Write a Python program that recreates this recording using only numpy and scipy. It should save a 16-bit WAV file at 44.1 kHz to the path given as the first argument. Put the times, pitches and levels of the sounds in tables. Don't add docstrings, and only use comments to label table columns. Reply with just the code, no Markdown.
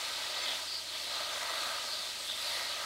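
import sys
import numpy as np
from scipy import signal
from scipy.fft import rfft, irfft, next_fast_len
from scipy.io import wavfile
from scipy.ndimage import uniform_filter1d, map_coordinates

SR = 44100
rng = np.random.default_rng(int(sys.argv[2]) if len(sys.argv) > 2 else 0)


def inscribe(sig):
    pcm = np.round(np.clip(np.atleast_2d(sig).T, -1, 1) * 32767)
    wavfile.write(sys.argv[1], SR, pcm.astype(np.int16))


def linear_from_db(decibels):
    return 10 ** (np.asarray(decibels, float) / 20)


N = 125685

# (time [s], hiss level [dB], centre of its hollow [Hz])
NOZZLE = [(0, -42, 4200), (.2, -39.5, 4200), (.55, -39, 3740), (.64, -43, 4570), (.78, -42.5, 4500),
          (.83, -46.5, 4200), (.91, -47, 4000), (.935, -40, 4040), (1.17, -38.5, 3950), (1.3, -42, 4030),
          (1.75, -41.5, 3900), (1.84, -41.5, 4500), (2, -40.5, 4330), (2.14, -42.5, 4100),
          (2.36, -42.5, 3850), (2.45, -38, 4450), (2.7, -39.5, 4100), (2.85, -41.5, 3870)]
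# (time [s], drumming level [dB], place [0 = rim and leaves, 1 = hollow of the trough])
LANDING = [(0, -42.5, 0.084), (.13, -44.5, 0.35), (.5, -41.5, 0), (.63, -47.5, 0.38), (.85, -53, .3),
           (.95, -48.5, .4), (1.05, -46, 0.088), (1.17, -42.5, .6), (1.28, -43, 0.7), (1.41, -39.5, 0.44),
           (1.75, -40.5, 0.63), (1.82, -45, .5), (2.05, -46.5, .5), (2.15, -50, 0.077), (2.35, -47.5, 0.27),
           (2.58, -41.5, 0.21), (2.74, -44, .2), (2.85, -41.5, 0.97)]
HEAD_HZ = 3950


def unit(x):
    return x / np.sqrt(np.mean(x ** 2) + 1e-20)


def along(points, hz):
    f, v = np.transpose(points)
    return np.interp(np.log(hz + 1), np.log(f + 1), v)


def curves(rows):
    s, *columns = np.transpose(rows)
    return [np.interp(np.arange(N) / SR, s, column) for column in columns]


def at_time(curve, t):
    return np.interp(t, np.arange(N) / SR, curve)


def wobble(rate):
    return map_coordinates(rng.standard_normal(400), [np.arange(N) * rate / SR])


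def filtered(x, response):
    m = next_fast_len(N + 8192)
    return irfft(rfft(x, m) * response(np.fft.rfftfreq(m, 1 / SR)), m)[..., :N]


def shaped(x, gain, patchy_db):
    hz, t, z = signal.stft(x, SR, nperseg=512)
    patches = uniform_filter1d(rng.standard_normal(z.shape), size=5, axis=0)
    patches = uniform_filter1d(patches, size=10, axis=1)
    z = z * gain(hz[:, None], t) * linear_from_db(patchy_db * unit(patches))
    return unit(signal.istft(z, SR, nperseg=512)[1][:N])


def grains(per_s, hz, spread, cycles, share, size):
    count = 9000
    u, g = rng.random((count, 2)), rng.standard_normal(count)
    used = np.arange(count) < per_s * N / SR
    f = np.minimum(hz * np.exp(spread * g), SR / 2.3)[:, None]
    t = np.arange(size) / SR
    strength = used * linear_from_db(-2.0 * np.log(1 - u[:, 1]))
    rings = np.sin(2 * np.pi * f * t) * np.exp(-t * f / cycles) * strength[:, None]
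    at = (u[:, 0] * N).astype(int)[:, None] + np.arange(size)
    drops = np.bincount(at.ravel(), rings.ravel(), N + size)[:N]
    share = np.clip(share, 0, 1)
    return np.sqrt(share) * unit(drops) + np.sqrt(1 - share) * rng.standard_normal(N)


def burst(s, length, gain):
    swell = np.cos(np.pi * np.clip((np.arange(N) / SR - s) / length, -.5, .5))
    return swell * unit(filtered(rng.standard_normal(N), gain))


def peak(hz, centre_hz, width_hz):
    return 1 / np.sqrt(1 + (2 * (hz - centre_hz) / width_hz) ** 4)


def nozzle_hiss():
    hiss_db, centre_hz = curves(NOZZLE)

    def hollow(hz, t):
        moving = peak(hz, at_time(centre_hz, t), 1100)
        return peak(hz, HEAD_HZ, 2050) + linear_from_db(-3) * moving

    jet = shaped(grains(2500, HEAD_HZ, 0.243, cycles=3.05, share=0.13, size=256), hollow, patchy_db=1.1)
    return linear_from_db(hiss_db + 0.9 + 0.36 * wobble(17)) * jet


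def planter_drumming(flutter):
    # (frequency [Hz], level [dB])
    soil = [(150, -20), (350, -10.5), (450, -7), (600, -2.5), (1250, 4.5), (3000, 0), (6000, -12),
            (12000, -15)]
    # (frequency [Hz], width [Hz], level over the soil [dB])
    rim = [(610, 340, 1.5), (2070, 290, 3.5), (2540, 150, 4)]
    # (frequency [Hz], width [Hz], level over the soil [dB])
    trough = [(620, 150, 3), (1244, 240, 4.2), (1600, 64, 1.8), (1950, 65, 2)]
    land_db, place = curves(LANDING)
    inside = np.clip(place, 0, 1)

    def rings(hz, body):
        return sum(linear_from_db(db) * peak(hz, centre_hz, width_hz) for centre_hz, width_hz, db in body)

    def planter(hz, t):
        body = at_time(inside, t) * rings(hz, trough) + at_time(1 - inside, t) * rings(hz, rim)
        return linear_from_db(along(soil, hz)) * (1 + body)

    drum = shaped(grains(3100, 1700, 0.701, cycles=2.0, share=.18, size=384), planter, patchy_db=0.8)
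    return linear_from_db(land_db + 0.2 * flutter) * drum


def mist_fizz(flutter):
    # (frequency [Hz], level [dB])
    fizz_tone = [(500, -16), (2500, -2), (5500, -1), (7200, -3), (8300, -2.5), (10000, -8), (15500, -16.5)]
    hiss_db, land_db = curves(NOZZLE)[0], curves(LANDING)[0]
    fizz_db = -43.5 + 0.15 * (land_db - land_db.mean()) + 0.079 * (hiss_db - hiss_db.mean())
    mist = grains(3000, 8940, 0.57, cycles=1.1, share=0.18, size=64)
    fizz = shaped(mist, lambda hz, t: linear_from_db(along(fizz_tone, hz)), patchy_db=.8)
    return linear_from_db(fizz_db + .5 * flutter + .4 * wobble(9)) * fizz


def spray():
    flutter = wobble(11.23)
    return nozzle_hiss() + planter_drumming(flutter) + mist_fizz(flutter)


def water_pockets():
    pocket_times = [.45, .5, .74, .89, 1.63, 1.93, 2.23, 2.315, 2.6]
    # (length [s], pitch [Hz], width [Hz], level [dB])
    pocket_rings = [
        (.1, 2100, 180, -48.5),
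        (0.073, 3450, 600, -39.5),
        (.085, 4650, 550, -38.5),
        (0.022, 4150, 480, -42),
        (0.081, 4350, 440, -42.5),
        (.1, 4450, 600, -40.5),
        (0.079, 8100, 570, -51),
        (0.044, 3550, 430, -36.5),
        (0.13, 2010, 300, -45),
    ]
    out = np.zeros(N)
    for s, (length, hz, width_hz, db) in zip(pocket_times, pocket_rings):
        out += linear_from_db(db) * burst(s, 2 * length, lambda f: peak(f, hz, width_hz))
    return out


def leaf_spatter():
    gust_times = [.08, 1.02, 1.17, 1.6, 2.04, 2.26, 2.46, 2.62]
    # (length [s], level [dB])
    gusts = [
        (.12, -57),
        (.08, -53),
        (.15, -58),
        (0.22, -53),
        (.04, -57),
        (0.061, -55),
        (0.2, -49),
        (0.14, -56),
    ]
    # (frequency [Hz], level [dB])
    leaf_tone = [(3000, -9), (6500, -6), (9500, 1), (13000, -4), (15800, -12)]
    t = np.arange(N) / SR
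    swell = sum(linear_from_db(db) * np.exp(-((t - s) / length) ** 2 * 2)
                for s, (length, db) in zip(gust_times, gusts))
    rattle = filtered(grains(900, 10000, 0.37, cycles=1.3, share=0.39, size=48),
                      lambda f: linear_from_db(along(leaf_tone, f)))
    return swell * unit(rattle)


def echo(f):
    # (delay [ms], gain [ratio], phase lag [rad])
    bounces = [
        (3.111, 0.41, 0.62),
        (6.16, 0.033, 1.43),
        (1.44, 0.063, 0.072),
    ]
    low = 1 / (1 + (f / 2150) ** 8)
    paving = sum(g * np.exp(-1j * (2 * np.pi * f * ms / 1000 + lag)) for ms, g, lag in bounces)
    jet_delay_ms = 3.2
    rim = -0.31 * np.exp(-2j * np.pi * f * jet_delay_ms / 1000) / (1 + (f / 5000) ** 4)
    return 1 + low * paving + (1 - low) * rim


def bird_peep():
    start_s, length_s = 2.172, .055
    u = np.clip((np.arange(N) / SR - start_s) / length_s, 0, 1)
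    phase = 2 * np.pi * np.cumsum(8600 - 450 * u ** 2) / SR
    return linear_from_db(-52) * np.sin(np.pi * u) * np.sin(phase)


def machine_hum():
    # (frequency [Hz], rms level [dB])
    tones = [(60.7, -76), (84, -70.5), (108, -76.5)]
    t = np.arange(N) / SR
    return sum(np.sqrt(2) * linear_from_db(db + 1.0 * wobble(5.85)) * np.sin(2 * np.pi * hz * t + 0.43 * wobble(2.9))
               for hz, db in tones)


def air_noise():
    # (frequency [Hz], level [dB per Hz])
    air_tone = [(30, -45), (50, -30), (100, -14.5), (200, -8), (380, -1), (600, -8), (1200, -60)]
    return linear_from_db(-64) * unit(filtered(rng.standard_normal(N), lambda f: linear_from_db(along(air_tone, f))))


def scene():
    water = spray() + water_pockets() + leaf_spatter()
    mono = linear_from_db(-0.79) * filtered(water, echo) + bird_peep() + machine_hum() + air_noise()
    return np.array([mono, mono])


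def channel_slips():
    # (time [s], low edge [Hz], high edge [Hz], level [dB])
    slips = [
        (0.434, 5200, 6500, -48),
        (.433, 8200, 10900, -52),
        (.433, 14300, 15900, -58),
        (.665, 10900, 13200, -62),
        (1.339, 4100, 6300, -46),
        (1.5, 6230, 7700, -53),
        (2.291, 4480, 5900, -54),
        (2.755, 13700, 15900, -71),
        (2.8, 11600, 15900, -61),
    ]
    return sum(linear_from_db(db) * burst(s, .03, lambda f: (f > low_hz) & (f < high_hz))
               for s, low_hz, high_hz, db in slips)


def roll_off(x):
    return signal.sosfilt(signal.butter(12, 16310, fs=SR, output="sos"), x)


def record(dry):
    low_cut_hz, top_hz = 42, 15780
    parted = dry + channel_slips() * np.array([[1], [-1]])
    mic = filtered(parted, lambda f: (f < top_hz) * f ** 4 / (f ** 4 + low_cut_hz ** 4))
    return roll_off(mic)


dry = scene()
out = record(dry)
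inscribe(out)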